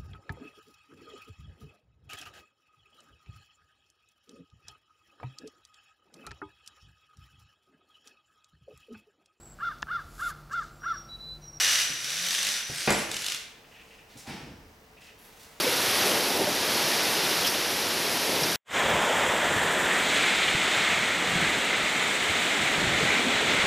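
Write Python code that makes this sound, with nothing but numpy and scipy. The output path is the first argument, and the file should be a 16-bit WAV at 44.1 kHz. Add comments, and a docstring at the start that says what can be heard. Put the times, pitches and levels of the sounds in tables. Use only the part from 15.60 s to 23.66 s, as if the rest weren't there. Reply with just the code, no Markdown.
"""Heavy rain in a windstorm

Heard under an eave by one small microphone, in two scenes joined by a cut and a fade-in.
Dense random drops, coloured in bands, make the rush and spray and drum on corrugated roofs.
Struck resonances knock and thump, short noise bursts stand out, and low noise buffets in gusts.
In the second scene the microphone turns: spectra crossfade and a hollow resonance moves.
"""
import sys
import numpy as np
from scipy import signal
from scipy.fft import rfft, irfft, next_fast_len
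from scipy.io import wavfile

SR = 44100
rng = np.random.default_rng(int(sys.argv[2]) if len(sys.argv) > 2 else 0)


def wav_record(signal):
    """Record a signal, one row per channel, as 16-bit PCM in the file named by sys.argv[1]."""
    frames = np.transpose(np.atleast_2d(signal))
    bounded = np.clip(frames, -1, 1)
    # unit amplitude maps onto the largest positive 16-bit level
    quanta = np.round(bounded * 32767).astype(np.int16)
    wavfile.write(sys.argv[1], SR, quanta)


N = 355578
TIME_S = np.arange(N) / SR


def from_db(db):
    """Decibels to amplitude gain."""
    return 10 ** (np.asarray(db) / 20)


def rms_one(x):
    """Scale to unit rms."""
    return x / np.sqrt(np.mean(x ** 2) + 1e-20)


def in_time(rows):
    """Interpolate a two-column time curve to one value per sample."""
    time_s, value = np.transpose(rows)
    return np.interp(TIME_S, time_s, value)


def colour(x, spectrum):
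    """Filter x by a spectrum drawn over log frequency; rms 1."""
    size = next_fast_len(N)
    hz = np.maximum(np.arange(size // 2 + 1) * SR / size, 1)
    point_hz, point_db = np.transpose(spectrum)
    gain_db = np.interp(np.log(hz), np.log(point_hz), point_db, left=-100, right=-100)
    filtered = irfft(rfft(x, size) * from_db(gain_db), size)
    return rms_one(filtered[:N])


def drift(corner_hz):
    """Slow random wander: noise twice through a one-pole low-pass; rms 1."""
    r = np.exp(-2 * np.pi * corner_hz / SR)
    noise = rng.standard_normal(N + SR)
    wander = signal.lfilter([1], [1, -2 * r, r * r], noise)
    return rms_one(wander[SR:])  # first second settles the filter


def drops(per_s, spread_db, far_share, clump_db, clump_hz):
    """Sparse impacts of uneven size over the noise blur of far drops, swelling in clumps."""
    size_db = spread_db * np.minimum(rng.exponential(1, N), 4)
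    impacts = from_db(size_db) * rng.choice([-1, 1], N)
    near = rms_one(impacts * (rng.random(N) < per_s / SR))
    far = rng.standard_normal(N)
    mix = np.sqrt(1 - far_share) * near + np.sqrt(far_share) * far  # far_share is of power
    return mix * from_db(clump_db * drift(clump_hz))


def ring(start_s, peak_db, pitch_hz, pole_t60_s):
    """Soft contact: a click through two equal resonances swells before it decays."""
    click = np.full(N, 1e-18)
    click[round(start_s * SR)] = 1
    r = from_db(-60 / (pole_t60_s * SR))
    w = 2 * np.pi * pitch_hz / SR
    resonance = [1, 0.0083, -1.004, 1, -2 * r * np.cos(w), r * r]
    tone = signal.sosfilt([resonance] * 2, click)
    return from_db(peak_db) * tone / np.abs(tone).max()


# microphone turn: (time [s], turn [0-1])
MICROPHONE_TURN = [(3.6, 0), (3.9, 0.3), (4.3, 0.35), (4.55, 1), (5.4, 0.81), (8.0, 0.93)]


def turning(x, before, after):
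    """Crossfade between two colours of x as the microphone turns."""
    turn = in_time(MICROPHONE_TURN)
    return (1 - turn) * colour(x, before) + turn * colour(x, after)


# buffeting spectra: (frequency [Hz], relative density [dB])
BUFFET_SPECTRUM_FIRST = [(12, -53), (25, -26), (50, -21), (83, -3.5), (170, 1.5), (220, -48.5)]
BUFFET_SPECTRUM_SECOND = [(12, -44), (20, -11), (102, 3.5), (170, 3.5), (220, -8), (370, -120)]
# gusts on the microphone: (peak time [s], lift [dB], half length to 1/e of the lift [s])
WIND_GUSTS = [(0.5, 2.5, .5), (2.9, 3.5, .3), (3.322, 10, 0.13), (3.65, 4.5, .1), (4.0, 7.5, 0.14),
              (5.36, 5, 0.084), (5.755, 11, 0.11), (5.94, 5, .06), (6.713, 3, 0.14), (7.333, 12, 0.21),
              (8.06, 9, 0.25)]
CALM_FIRST_DB, CALM_SECOND_DB = -50, -49  # wind level between gusts


def buffeting():
    """Wind pressure on the microphone: low noise that flutters and swells with each gust."""
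    eddies = rng.standard_normal(N) * from_db(2.2 * drift(17))
    gust_db = sum(lift_db * np.exp(-((TIME_S - peak_s) / half_s) ** 2)
                  for peak_s, lift_db, half_s in WIND_GUSTS)
    first = from_db(CALM_FIRST_DB + gust_db) * colour(eddies, BUFFET_SPECTRUM_FIRST)
    second = from_db(CALM_SECOND_DB + gust_db) * colour(eddies, BUFFET_SPECTRUM_SECOND)
    return first, second


# gust thumps: (time [s], tone peak [dB], pitch [Hz], push peak [dB])
GUST_THUMPS = [(2.82, -29, 150, -51), (3.959, -28, 100, -47), (4.945, -29, 141, -32),
               (5.754, -23, 171, -36), (5.82, -27, 161, -44), (6.695, -29, 100, -56),
               (7.177, -28, 164, -42), (7.236, -28, 134, -44), (7.425, -27, 150, -38),
               (7.99, -40, 139, -40)]


def thumps():
    """Gusts hit the microphone: a short low ring plus a one-sided pressure push."""
    out = np.zeros(N)
    push = signal.windows.hann(round(0.011 * SR))
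    for start_s, peak_db, pitch_hz, push_db in GUST_THUMPS:
        out += ring(start_s, peak_db, pitch_hz, pole_t60_s=0.038)
        at = round(start_s * SR)
        out[at:at + len(push)] += from_db(push_db) * push
    return out


# dull knocks, probably loose sheets lifted by gusts: (time [s], peak [dB], pitch [Hz])
SHEET_KNOCKS = [(0.032, -33, 263), (0.064, -20.5, 494), (0.121, -26, 488), (0.444, -31, 785),
                (0.509, -27, 314), (0.569, -28.5, 450), (0.812, -25.5, 408), (0.869, -23, 594),
                (1.159, -30, 341), (1.708, -26.5, 404), (7.405, -27, 438), (7.591, -27, 251),
                (7.665, -23.5, 245)]


def knocks():
    """Each knock is one short, damped resonance."""
    return sum(ring(*row, pole_t60_s=0.045) for row in SHEET_KNOCKS)


# short band-passed noise bursts near 3 kHz and 5 kHz, some with a broadband crack:
# (time [s], peak [dB], centre [Hz], decay constant [s], broadband crack gain [dB])
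NOISE_BURSTS = [(1.845, -17.5, 3100, .012, -23), (1.864, -14.5, 5300, 0.019, -11.5),
                (2.829, -17.5, 5400, 0.012, -34), (4.827, -17, 3500, 0.013, -40),
                (4.878, -18.5, 3100, .008, -40)]
BURST_WIDTH_RATIO, BURST_ATTACK_S = 0.2, 0.0052  # bandwidth / centre


def noise_bursts():
    """Band-passed noise plus a share of the same noise unfiltered, fast attack and decay."""
    out = np.zeros(N)
    t = np.arange(round(0.08 * SR)) / SR
    for start_s, peak_db, centre_hz, decay_s, crack_db in NOISE_BURSTS:
        noise = rng.standard_normal(len(t))
        envelope = np.minimum(t / BURST_ATTACK_S, 1) * np.exp(-t / decay_s)
        edges_hz = [centre_hz * (1 - BURST_WIDTH_RATIO / 2), centre_hz * (1 + BURST_WIDTH_RATIO / 2)]
        band = signal.butter(2, edges_hz, "band", fs=SR, output="sos")
        burst = envelope * (signal.sosfilt(band, noise) + from_db(crack_db) * noise)
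        at = round(start_s * SR)
        out[at:at + len(t)] += from_db(peak_db) * burst / np.abs(burst).max()
    return out


# drumming spectra: (frequency [Hz], relative density [dB])
DRUM_SPECTRUM_FIRST = [(100, -56), (170, -9.5), (393, -3), (442, -5), (491, -3.5), (1000, -9.5),
                       (1300, -51), (2200, -120)]
DRUM_SPECTRUM_BEFORE_TURN = [(100, -41), (170, -13.5), (200, -5), (286, -8), (509, -0.5), (1000, -2.5),
                             (1300, -21), (2200, -120)]
DRUM_SPECTRUM_AFTER_TURN = [(100, -53), (170, -7), (420, -6), (494, -8), (565, -7), (1000, -13),
                            (1300, -58), (2200, -120)]
# drumming: (time [s], level [dB])
DRUM_LEVEL = [(0.0, -32), (0.35, -32.5), (0.48, -27), (0.7, -32.5), (0.83, -28), (0.96, -32.5),
              (1.4, -31.5), (2.1, -34.5), (2.48, -34.5), (2.83, -30), (2.95, -36.5), (3.17, -30.5),
              (3.32, -27.5), (3.65, -28.5), (4.3, -31), (4.8, -35.5), (5.4, -35), (5.82, -33.5), (6.4, -35),
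              (7.64, -31.5), (8.06, -32)]


def drumming():
    """Big drops drum the roof sheets: sparser impacts in a low band."""
    heavy = drops(per_s=1500, spread_db=3, far_share=0.85, clump_db=0.9, clump_hz=40)
    gain = from_db(in_time(DRUM_LEVEL))
    first = gain * colour(heavy, DRUM_SPECTRUM_FIRST)
    second = gain * turning(heavy, DRUM_SPECTRUM_BEFORE_TURN, DRUM_SPECTRUM_AFTER_TURN)
    return first, second


# downpour strength, as rush: (time [s], level [dB])
RAIN_LEVEL = [(0.0, -27.5), (0.47, -25), (0.62, -27.5), (0.88, -29.5), (1.2, -26.5), (1.8, -27),
              (2.03, -29), (2.45, -29), (2.62, -28), (2.95, -28), (3.17, -25), (3.6, -25.5), (3.75, -27),
              (4.2, -28), (4.57, -23.5), (4.85, -25), (4.99, -26), (5.15, -24), (5.58, -27.5),
              (5.82, -25.5), (6.1, -27), (6.5, -26.5), (7.35, -26), (7.5, -24.5), (7.64, -26), (8.06, -24)]


def downpour_gain():
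    """Strength of the downpour, shared by spray and rush."""
    return from_db(in_time(RAIN_LEVEL))


# spray spectra: (frequency [Hz], relative density [dB])
SPRAY_SPECTRUM_FIRST = [(5500, -27), (7000, -8.5), (7700, -6), (9000, -5), (10200, -1), (11500, -0.5),
                        (13000, -6), (14900, -10.5), (16000, -15)]
SPRAY_SPECTRUM_BEFORE_TURN = [(5500, -21), (7000, -4.5), (7600, -1.5), (8600, -6.5), (9900, -13),
                              (11700, -16), (13500, -17), (16000, -16)]
SPRAY_SPECTRUM_AFTER_TURN = [(5500, -24), (7000, -4), (7900, 0), (8600, -5.5), (9900, -12), (11700, -17.5),
                             (13500, -19.5), (16000, -18)]
# spray relative to the downpour strength: (time [s], level [dB])
SPRAY_LEVEL = [(0.0, -6.5), (1.8, -8), (2.4, -7), (2.95, -7), (3.17, -16), (4.15, -10.5), (4.6, -14),
               (5.5, -15), (6.75, -13.5), (8.06, -16.5)]


def spray():
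    """Small drops and splashes hiss: dense impacts in a high band."""
    fine = drops(per_s=5000, spread_db=3, far_share=0.58, clump_db=0.66, clump_hz=25)
    gain = downpour_gain() * from_db(in_time(SPRAY_LEVEL))
    first = gain * colour(fine, SPRAY_SPECTRUM_FIRST)
    second = gain * turning(fine, SPRAY_SPECTRUM_BEFORE_TURN, SPRAY_SPECTRUM_AFTER_TURN)
    return first, second


# hollow near the microphone: (turn [0-1], resonance [Hz], resonance gain [dB])
HOLLOW_RESONANCE = [(0, 2000, -7), (0.33, 1800, 2), (0.9, 2130, 0)]
HOLLOW_WIDTH_HZ, HOLLOW_WAVER_DB, HOLLOW_BLOCK = 460, 1.5, 256


def hollow(x):
    """Add a resonance whose pitch and gain follow the turn; the gain wavers."""
    turn_points, point_hz, point_db = np.transpose(HOLLOW_RESONANCE)
    turn = in_time(MICROPHONE_TURN)
    hz = np.interp(turn, turn_points, point_hz)
    gain_db = np.interp(turn, turn_points, point_db) + HOLLOW_WAVER_DB * drift(4.8)
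    r = np.exp(-np.pi * HOLLOW_WIDTH_HZ / SR)
    state, resonant = np.zeros(2), np.zeros(N)
    for i in range(0, N, HOLLOW_BLOCK):
        block = slice(i, i + HOLLOW_BLOCK)
        poles = [1, -2 * r * np.cos(2 * np.pi * hz[i] / SR), r * r]
        resonant[block], state = signal.lfilter([1, 0, -1], poles, x[block], zi=state)
    unit_peak = (1 - r * r) / 2
    return rms_one(x + from_db(gain_db) * unit_peak * resonant)


# rush spectra: (frequency [Hz], relative density [dB])
RUSH_SPECTRUM_FIRST = [(590, -20), (1000, -9), (1860, -7.5), (2370, -8), (3310, -8), (3830, -8), (5140, -9),
                       (5800, -10), (7000, -18), (9100, -42), (15400, -120)]
RUSH_SPECTRUM_BEFORE_TURN = [(600, -30), (1000, -12.5), (1340, -9.5), (1900, -12), (2700, -15), (3400, -13),
                             (3750, -18), (4250, -26), (5200, -27), (6200, -27), (7000, -26), (9000, -43)]
RUSH_SPECTRUM_AFTER_TURN = [(600, -12), (1000, -14), (1300, -9), (2100, -10), (2750, -11.5), (3560, -9.5),
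                            (4030, -13), (4700, -20.5), (5300, -23), (6200, -22), (7000, -22), (9000, -38)]


def rush():
    """Countless drops on the roofs blur into a broad mid-band rush."""
    rain = drops(per_s=6000, spread_db=3, far_share=0.97, clump_db=0.43, clump_hz=62)
    gain = downpour_gain()
    first = gain * colour(rain, RUSH_SPECTRUM_FIRST)
    turned = turning(rain, RUSH_SPECTRUM_BEFORE_TURN, RUSH_SPECTRUM_AFTER_TURN)
    return first, gain * hollow(turned)


CUT_S = 2.9592
FADE_START_S, FADE_LENGTH_S, FADE_POWER, FLOOR_DB = 3.035, 0.12, 3.1, -66
TAIL_DB, TAIL_FALL_DB_PER_S = -22, 1500  # very short, faint noise tail


def join(first, second):
    """Cut from first to second: a very short, faint noise tail, near silence, then a fade-in."""
    fade = np.clip((TIME_S - FADE_START_S) / FADE_LENGTH_S, 0, 1) ** FADE_POWER
    tail = from_db(TAIL_DB - TAIL_FALL_DB_PER_S * np.abs(TIME_S - CUT_S))
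    gain = np.maximum(fade, from_db(FLOOR_DB)) + tail
    return np.where(TIME_S < CUT_S, first, second * gain)


def scene():
    """Join the two scenes, add thumps, knocks and noise bursts; both channels alike."""
    layers = [buffeting(), drumming(), spray(), rush()]
    first = sum(layer[0] for layer in layers)
    second = sum(layer[1] for layer in layers)
    mono = join(first, second) + thumps() + knocks() + noise_bursts()
    return np.array([mono, mono])


def record(dry):
    """Steep elliptic low-pass: 0.5 dB ripple, 60 dB stopband."""
    low_pass = signal.ellip(12, 0.5, 60, 15480, fs=SR, output="sos")  # cutoff in Hz
    return signal.sosfilt(low_pass, dry)


dry = scene()
out = record(dry)
wav_record(out)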